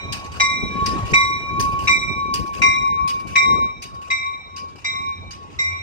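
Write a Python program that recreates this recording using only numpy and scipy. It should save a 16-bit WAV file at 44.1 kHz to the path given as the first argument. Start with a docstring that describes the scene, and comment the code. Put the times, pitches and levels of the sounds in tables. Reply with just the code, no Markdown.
"""The air-driven bell of a passenger train rings every three quarters of a second as it creeps past a platform.
Each blow restarts decaying partials that fade and smear, likely by echoes off the moving cars; noise makes the knock.
A valve puffs and hisses before each blow heard to start: shaped noise through cavities, with ringing metal ticks.
Two spaced microphones also pick up buffeting draught and rolling wheels (noise), a faint squeal and a machine hum."""
import sys
import numpy as np
from scipy import signal
from scipy.io import wavfile
from scipy.ndimage import uniform_filter1d, minimum_filter1d

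SR = 44100
rng = np.random.default_rng(int(sys.argv[2]) if len(sys.argv) > 2 else 0)


def linear_from_db(decibels):
    """Turn decibels (scalar or array-like) into linear amplitude factors; 0 gives 1."""
    return 10 ** (np.asarray(decibels, float) / 20)


def pcm_store(signal):
    """Save signal as 16-bit PCM."""
    levels = np.round(np.clip(np.atleast_2d(signal), -1, 1) * 32767)
    wavfile.write(sys.argv[1], SR, levels.astype(np.int16).T)


N = 256662
T = np.arange(N) / SR
DULL_HZ = 7000  # the treble slope of distance starts here

# Blows of the clapper. Each row: start in seconds, knock level in dB before its trim, gains in dB of the second,
# third, fourth and higher partials, then radians by which left leads in the second, third and fourth.
BLOWS = [(-0.34, -35, 2, -2, 0.5, 4, 4, 2.7, 4.5), (0.398, -6.5, -0.5, -0.5, 0, 1, 1.5, -1.5, 1.34),
         (1.1336, -4.5, 3.5, 4, -1.5, 0, -2.5, 4, 1.3), (1.8724, -3.5, -1.5, 5.5, -1.5, 1, -2, -1.2, 1.5),
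         (2.6173, -5, -2.5, 6, -4, -1.5, 0.3, 1.63, -0.9), (3.355, -9, -3.5, 2.5, -2.5, -2.5, 1, -1, -1.64),
         (4.1015, -16.5, -5.5, 2.5, -6, -8.5, -1.5, 0, -2.1),
         (4.8434, -20, -10, -9.5, -6, -8, 1, 0.57, -2.5), (5.588, -27.5, -3, -8, -9.5, -8, -3.0, 1.56, -3)]
# The bell going by. Each row: time in seconds, Doppler shift in percent, lead of the left microphone in ms,
# level of left over right in dB.
PASSING = [(0, 0.46, 0.23, -3.5), (1.2, 0.39, 0.22, -1), (2.1, .33, 0.24, -2.1), (3, 0.0064, 0.43, 0.5),
           (3.5, -.22, 0.4, 0), (5.82, -0.29, .4, -1)]
# Openings of the valve. Each row: start in seconds, air level in dB before the stroke and cavities shape it,
# treble slope in dB per octave.
PUFFS = [(0.125, -31.5, -9.5), (0.8614, -31.5, -8.5), (1.598, -31.5, -1), (2.3406, -32, -3),
         (3.0786, -34, -5), (3.823, -40, -8.5), (4.564, -41, -14.5), (5.3088, -43.5, -16)]


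def rows_at(rows, t):
    """Each column of a curve table at the times t."""
    s, *columns = np.transpose(rows)
    return np.array([np.interp(t, s, c) for c in columns])


def read(points, hz):
    """A spectrum interpolated on a log-frequency axis."""
    f, value = np.transpose(points)
    return np.interp(np.log(hz + 1), np.log(f + 1), value)


def unit(points, hz):
    """A spectrum in dB shifted so that its bins have a mean power of one."""
    db = read(points, hz)
    return db - 10 * np.log10(np.mean(linear_from_db(db) ** 2))


def evened(x):
    """Scaled to rms 1."""
    return x / np.sqrt(np.mean(abs(x) ** 2) + 1e-20)


def add(mix, s, sound):
    """Adds a sound that starts at s seconds, cut to the length of the mix."""
    at = round(s * SR)
    part = mix[..., max(at, 0):max(at + sound.shape[-1], 0)]
    part += sound[..., max(-at, 0):][..., :part.shape[-1]]


def noise(level_db, size, same, patchy_db, flicker_db):
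    """Random short-time spectra shaped by level_db(hz, t); the part common to both sides arrives left first."""
    hop = size // 4
    hz = np.fft.rfftfreq(size, 1 / SR)[:, None]
    t = np.arange(N // hop + 5) * hop / SR
    a, b, c, d, patches = rng.standard_normal((len(t), len(hz), 5)).T
    # patches cover neighbouring bins and frames; flicker moves all bins of one side together
    patches = uniform_filter1d(patches, size=5, axis=0)
    patches = evened(uniform_filter1d(patches, size=6, axis=1))
    flicker = evened(uniform_filter1d(rng.standard_normal((2, 1, len(t))), size=2, axis=2))
    lead_s = rows_at(PASSING, t)[1] / 1000
    late = np.exp(-2j * np.pi * hz * lead_s)
    same = np.clip(same, 0, 1)
    left, own = a + 1j * b, c + 1j * d
    right = same * late * left + np.sqrt(1 - same ** 2) * own
    z = np.array([left, right])
    z *= linear_from_db(level_db(hz, t)) * evened(linear_from_db(patchy_db * patches + flicker_db * flicker))
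    return signal.istft(z, nperseg=size, noverlap=size - hop)[1][:, :N] / np.sqrt(size / 3)


def wander(width_hz, shared=0.):
    """Complex slow chance for each side, low-passed at width_hz; a shared part of the power is common to both."""
    step = 64  # samples between the drawn values
    z = rng.standard_normal((3, N // step + 2, 2)) @ [1, 1j]
    smoother = signal.butter(3, np.clip(width_hz, .5, 300), fs=SR / step, output="sos")
    z = evened(signal.sosfilt(smoother, z))
    z = np.sqrt(1 - shared) * z[1:] + np.sqrt(shared) * z[0]
    return np.array([np.interp(np.arange(N) / step, np.arange(len(v)), v) for v in z])


def bell(rise_s=0.0052):
    """Every blow restarts the modes; echoes off moving walls are slightly detuned, more so for high modes."""
    # The bell's modes. Each row: frequency in Hz, level in dB, t60 in seconds, left over right in dB.
    modes = [(1105.3, -20.5, 3.06, 2.6), (2082, -13.5, 0.59, 0), (2330.8, -20, 1.126, -2),
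             (3823, -21.5, 1.01, 0.5), (2820, -39, 0.083, -1), (4820, -37.5, 0.34, 20),
             (5625, -28, 0.83, 7.5), (5710, -32, 0.28, 16), (6333, -33, 0.44, 2.5),
             (6270, -54.5, 0.68, 4.5), (7686, -35, 0.64, 4), (9860, -48.5, 0.53, 8.5),
             (12290, -49.5, .4, 0.5), (14680, -56, .35, -4.5)]
    # Share of detuned echoes in the first four partials and in the higher ones.
    scatter = [.36, .55, .55, .72, .75]
    # The lowest partial swells and fades as the train moves. Each row: time in seconds, gain in dB.
    fades_first = [(0, -14.5), (.2, -2.5), (.36, -7), (.43, 1), (.67, -10), (.84, 10), (1.05, 0),
                   (1.2, 3.5), (1.42, -4), (1.69, 14), (1.9, 3.5), (1.99, -8), (2.3, 7), (2.48, 3),
                   (2.68, 8), (2.79, 1), (2.88, 7), (3.15, 8), (3.24, -1.5), (3.4, 6.5), (3.65, 7),
                   (3.8, -13), (4.0, -0.5), (4.19, -11.5), (4.29, -2), (4.45, -19), (4.65, 0), (4.8, -19),
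                   (5.09, 0.5), (5.26, -19.5), (5.4, -6.5), (5.62, -13.5), (5.76, -8), (5.82, -26)]
    # The third partial wavers the same way. Each row: time in seconds, gain in dB.
    fades_third = [(0, 8.5), (.45, -1), (.72, 1.5), (1.05, 4), (1.16, 5), (1.25, -11), (1.33, -2),
                   (1.7, 6.5), (1.93, 2), (2.0, -6), (2.13, 0.5), (2.4, -4.5), (2.64, 5.5), (2.69, -3.5),
                   (2.88, -6), (3.1, 0), (3.38, 8.5), (3.52, -13.5), (3.61, -0.5), (4.0, -10.5),
                   (4.3, -5.5), (4.54, -12), (4.9, 2.5), (5.3, 5.5), (5.4, -19), (5.6, -3), (5.82, 5)]
    # Extra level in dB at the start of a blow, in the same five groups of partials.
    early_db = [2.5, 3, 2.3, 4, 3]
    early_s = 0.022  # time constant of that extra level
    spread = .0095  # detuning of the echoes as a share of the pitch

    shift, lead_ms, pan_db = rows_at(PASSING, T)
    clock = np.cumsum(1 + shift / 100) / SR  # seconds stretched by the Doppler shift
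    blows = np.array(BLOWS)
    latest = np.searchsorted(blows[:, 0], T + .002) - 1
    echo_lead = uniform_filter1d(blows[latest, 6:], size=180, axis=0)
    out = np.zeros((2, N))
    for k, (hz, db, t60, side_db) in enumerate(modes):
        group = min(k, len(scatter) - 1)
        after = T[:round(1.5 * t60 * SR)]
        ring_db = db - 60 * after / t60 + early_db[group] * np.exp(-after / early_s)
        ring = linear_from_db(ring_db) * (1 - np.exp(-after / rise_s))
        power = np.zeros(N)
        for s, _, *strength_db in blows:
            strength = linear_from_db(strength_db[group - 1]) if group else 1
            add(power, s, (ring * strength) ** 2)
        if hz > DULL_HZ:  # distance dulls the top
            power *= linear_from_db(rows_at(PUFFS, T)[1] * np.log2(hz / DULL_HZ)) ** 2
        if k in (0, 2):
            power *= linear_from_db(rows_at(fades_third if k else fades_first, T)[0]) ** 2
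        share = scatter[group]
        echoes = np.sqrt(1 - share ** 2) + share * wander(spread * hz, shared=.5)
        # three strong partials reach the pair mostly by echoes, from a new side after each blow
        lead = echo_lead[:, k - 1] if 0 < k < 4 else 2 * np.pi * hz * lead_ms / 1000
        phase = 2 * np.pi * (hz * clock + rng.random())
        swing = np.exp(1j * (phase - np.array([0 * T, lead])))
        sides = linear_from_db([[side_db / 2], [-side_db / 2]])
        out += np.sqrt(2 * power) * sides * (echoes * swing).real
    return out * linear_from_db(np.array([pan_db, -pan_db]) / 2)


def clank(db=-4, t60=0.11, rise_s=0.0059):
    """The clapper's broad knock; one short decay stands for it and its echo from the platform."""
    # Spectrum of the knock. Each row: frequency in Hz, relative level in dB per Hz.
    colour = [(250, -48), (900, -4), (1600, -10), (2300, 13), (3000, -14.5), (6000, -10.5), (9000, -30.5),
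              (16000, -68)]
    knock = np.zeros(N)
    for s, blow_db, *_ in BLOWS:
        fall = linear_from_db(blow_db - 60 * np.maximum(T - s, 0) / t60)
        knock += fall * np.clip((T - s) / rise_s, 0, 1)
    hiss = noise(lambda hz, t: unit(colour, hz), size=256, same=0.45, patchy_db=5.0, flicker_db=1.0)
    return linear_from_db(db) * knock * hiss


def stroke(after, rise_s=.003):
    """Air flow of one valve stroke: bursts that rise fast, hold and fall, over a thin leak."""
    # Blast, second puff and hiss. Each row: seconds after opening, level in dB, hold in seconds, fall in dB per s.
    bursts = [(0, 3, 0.0048, 266.5), (0.121, -17, 0.01, 399), (0.194, -12.5, 0.065, 553.5)]
    leak_db, leak_s = -30.5, 0.37  # thin flow while the valve is open
    flow = linear_from_db(leak_db) * np.clip(np.minimum(after + .02, leak_s - after) / .02, 0, 1)
    for s, db, hold_s, fall_db in bursts:
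        fall = linear_from_db(db - fall_db * np.maximum(after - s - hold_s, 0))
        flow = flow + fall * np.clip(1 + (after - s) / rise_s, 0, 1)
    return flow


def valve(turn_s=.22):
    """Air escapes in a sharp blast, a weaker second puff, then a hiss that drives the clapper."""
    # Spectrum of the first blast as heard, with gaps near 10.2 and 13.5 kHz that are not the air's own.
    # Each row: frequency in Hz, relative level in dB per Hz.
    blast_heard = [(900, -57), (1400, -13.5), (1900, -8), (2700, -17), (3400, -9.5), (4900, -8.5),
                   (6300, -12), (7350, -17.5), (8900, -7.5), (10200, -31), (11100, -8.5), (12400, -17.5),
                   (13500, -54), (15000, -15)]
    # Spectrum of the later hiss as heard, with gaps near 10.2 and 13.5 kHz that are not the air's own.
    # Each row: frequency in Hz, relative level in dB per Hz.
    hiss_heard = [(900, -11), (1500, -6.5), (2150, -16), (2860, -14.5), (3530, -16.5), (4880, -19),
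                  (8800, -16.5), (9600, -19.5), (10200, -48), (10800, -20.5), (12300, -17), (13500, -43),
                  (15000, -26)]
    # Cavities of the valve body that the air rings. Each row: frequency in Hz, width in Hz, boost in dB.
    cavities = [(2476, 355, 12.5), (2930, 85, 7), (2792, 350, 10.5), (4853, 760, 12), (5500, 300, 2.5),
                (6145, 350, 9)]
    # The valve's metal rings as it opens. Each row: frequency in Hz, dB over the puff's level, t60 in seconds.
    metal = [(4770, -20, .22), (2650, -14, .1), (6500, -32, 0.054)]

    blast, hiss, ticks = np.zeros((2, N)), np.zeros((2, N)), np.zeros((2, N))
    after = T[:SR // 2] - .02  # the flow starts just ahead of the opening
    late = np.clip(after / turn_s, 0, 1)  # the blast's spectrum turns into the hiss's
    for s, peak_db, _ in PUFFS:
        flow = linear_from_db(peak_db) * stroke(after)
        add(blast, s + after[0], flow * np.sqrt(1 - late))
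        add(hiss, s + after[0], flow * np.sqrt(late))
        for hz, db, t60 in metal:
            t = T[:SR // 4]
            detune, turn = rng.random((2, 2, 1))  # each side has its own pitch and phase
            swing = np.sin(2 * np.pi * (hz * (1 + 0.024 * (detune - .5)) * t + turn))
            add(ticks, s, linear_from_db(peak_db + db - 60 * t / t60) * np.minimum(t / .002, 1) * swing)

    def air(heard):
        """Noise through the cavities; its treble dulls with the bell's distance."""
        def level_db(hz, t):
            rings_db = sum(db / (1 + (2 * (hz - f) / width) ** 2) for f, width, db in cavities)
            octaves = np.maximum(np.log2((hz + 1) / DULL_HZ), 0)
            return unit(heard, hz) + rings_db + rows_at(PUFFS, t)[1] * octaves
        return noise(level_db, size=512, same=0.11, patchy_db=4, flicker_db=2.5)
    return blast * air(blast_heard) + hiss * air(hiss_heard) + ticks


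def draught(db=-3.5, usual_db=-7, reach=0.57):
    """The train's wind: low buffeting, nearly unrelated at the two microphones; bright gusts reach higher."""
    # Steady draught. Each row: time in seconds, level in dB before the trim, brightness in dB.
    steady = [(0, -41.5, -10.5), (.35, -35, -11), (.6, -27.5, -14.5), (1.3, -28.5, -14), (2.3, -26, -14),
              (2.8, -30, -17), (3.3, -35.5, -8.5), (3.8, -36.5, -17), (4.2, -50, -4), (5.0, -40, -12),
              (5.82, -47, -7)]
    # Gusts. Each row: peak in seconds, level in dB before the trim, half length in seconds, brightness in dB.
    gusts = [(0.14, -27, 0.12, -18), (0.642, -20.5, 0.019, -16.5), (0.908, -19.5, 0.11, -13),
             (1.13, -18.5, 0.025, -9), (1.598, -20.5, 0.16, -17.5), (1.868, -27.5, 0.031, -10),
             (2.405, -21, 0.027, -23), (2.615, -24, 0.047, -8), (2.915, -26, 0.015, -19),
             (3.277, -27.5, 0.035, -41), (3.555, -23.5, 0.11, -8.5), (4.632, -36.5, .025, -4.5),
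             (5.02, -32.5, .04, -22), (5.255, -29.5, 0.098, -27)]
    # Spectrum of the buffeting. Each row: frequency in Hz, relative level in dB per Hz.
    colour = [(18, -37.5), (40, -4), (80, -10), (200, -6), (400, -8), (800, -24.5), (1500, -64),
              (4000, -110)]

    def level_db(hz, t):
        high = reach * np.clip(np.log2((hz + 1) / 140), 0, 2)
        steady_db, bright_db = rows_at(steady, t)
        power = linear_from_db(steady_db + (bright_db - usual_db) * high) ** 2
        for s, gust_db, half_s, bright_db in gusts:
            swell = np.exp(-2 * ((t - s) / half_s) ** 2)
            power += linear_from_db(gust_db + (bright_db - usual_db) * high) ** 2 * swell
        return db + unit(colour, hz) + 10 * np.log10(power)
    sides = linear_from_db([[.9], [-.9]])  # dB, left a little louder
    return noise(level_db, size=1024, same=0.044, patchy_db=1.5, flicker_db=5.0) * sides


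def rolling(low_db=18, high_db=17):
    """Rumble of wheels on rails and a thin whisper of steel and brakes, both shaped noise."""
    # Rolling. Each row: time in seconds, rumble in dB and whisper in dB, both before their trims.
    course = [(0, -45, -47.5), (.5, -50, -56.5), (.75, -53.5, -44.5), (1.0, -41, -39), (1.3, -51.5, -52.5),
              (1.73, -46.5, -47.5), (2.1, -52, -54), (3, -51, -58.5), (4.5, -58, -59), (5.82, -55.5, -52.5)]
    # Spectrum of the rumble. Each row: frequency in Hz, relative level in dB per Hz.
    rumble = [(30, -9.5), (90, 19.5), (200, -4), (500, -1), (1000, 0), (1400, -8.5), (2200, -40),
              (5000, -92)]
    # Spectrum of the whisper. Each row: frequency in Hz, relative level in dB per Hz.
    whisper = [(300, -75), (800, 0), (1300, -7), (2600, -7.5), (4500, -18), (7000, -19.5), (9500, -34.5),
               (12000, -39), (16000, -50)]

    def level_db(hz, t):
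        low, high = rows_at(course, t)
        rumble_power = linear_from_db(low + read(rumble, hz) + low_db) ** 2
        whisper_power = linear_from_db(high + read(whisper, hz) + high_db) ** 2
        return 10 * np.log10(rumble_power + whisper_power)
    return noise(level_db, size=1024, same=0.33, patchy_db=4.0, flicker_db=1.0)


def squeal():
    """A wheel's faint rising squeal: a tone made fuzzy by random modulation, with a weak octave."""
    # Each row: time in seconds, frequency in Hz, level in dB before the octave and the modulation.
    glide = [(.66, 1680, -80), (.72, 1680, -44), (.82, 1680, -50), (.9, 1787, -40), (1.0, 1860, -47),
             (1.1, 1920, -45), (1.16, 1910, -80)]
    hz, db = rows_at(glide, T)
    turn = np.exp(2j * np.pi * np.cumsum(hz) / SR)
    return linear_from_db(db) * (wander(width_hz=39) * (turn + 0.16 * turn ** 2)).real


def hum(db=3, hz=88.7):
    """A wavering low tone of a machine under the cars, alike on both sides."""
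    # Each row: time in seconds, level in dB before the trim and the wavering.
    course = [(0, -50.5), (3.8, -63), (4.0, -61), (5.25, -48.5), (5.5, -56.5), (5.72, -41.5), (5.82, -45)]
    level = linear_from_db(db + rows_at(course, T)[0])
    waver = 1.37 + 1.0 * wander(width_hz=10)[0]
    return level * (waver * np.exp(2j * np.pi * hz * T)).real


def scene():
    """All sources at the two microphones."""
    return bell() + clank() + valve() + draught() + rolling() + squeal() + hum()


def band_limit(x):
    """A steep low-pass at the top of the band."""
    return signal.sosfilt(signal.butter(12, 17120, fs=SR, output="sos"), x)


def record(dry):
    """Bass and treble limits of the recorder, then a peak limiter that turns both sides down together."""
    low_hz, high_hz, ceiling_db = 42, 15900, -1
    bass_cut = signal.butter(4, low_hz, "high", fs=SR, output="sos")
    treble_cut = signal.firwin(255, high_hz, window=("kaiser", 8), fs=SR)
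    dry = signal.sosfilt(bass_cut, dry)
    dry = signal.oaconvolve(dry, treble_cut[None], "same")
    room = np.minimum(linear_from_db(ceiling_db) / (abs(dry).max(axis=0) + 1e-9), 1)
    gain = uniform_filter1d(minimum_filter1d(room, size=801), size=401)
    return band_limit(dry * gain)


dry = scene()
out = record(dry)
pcm_store(out)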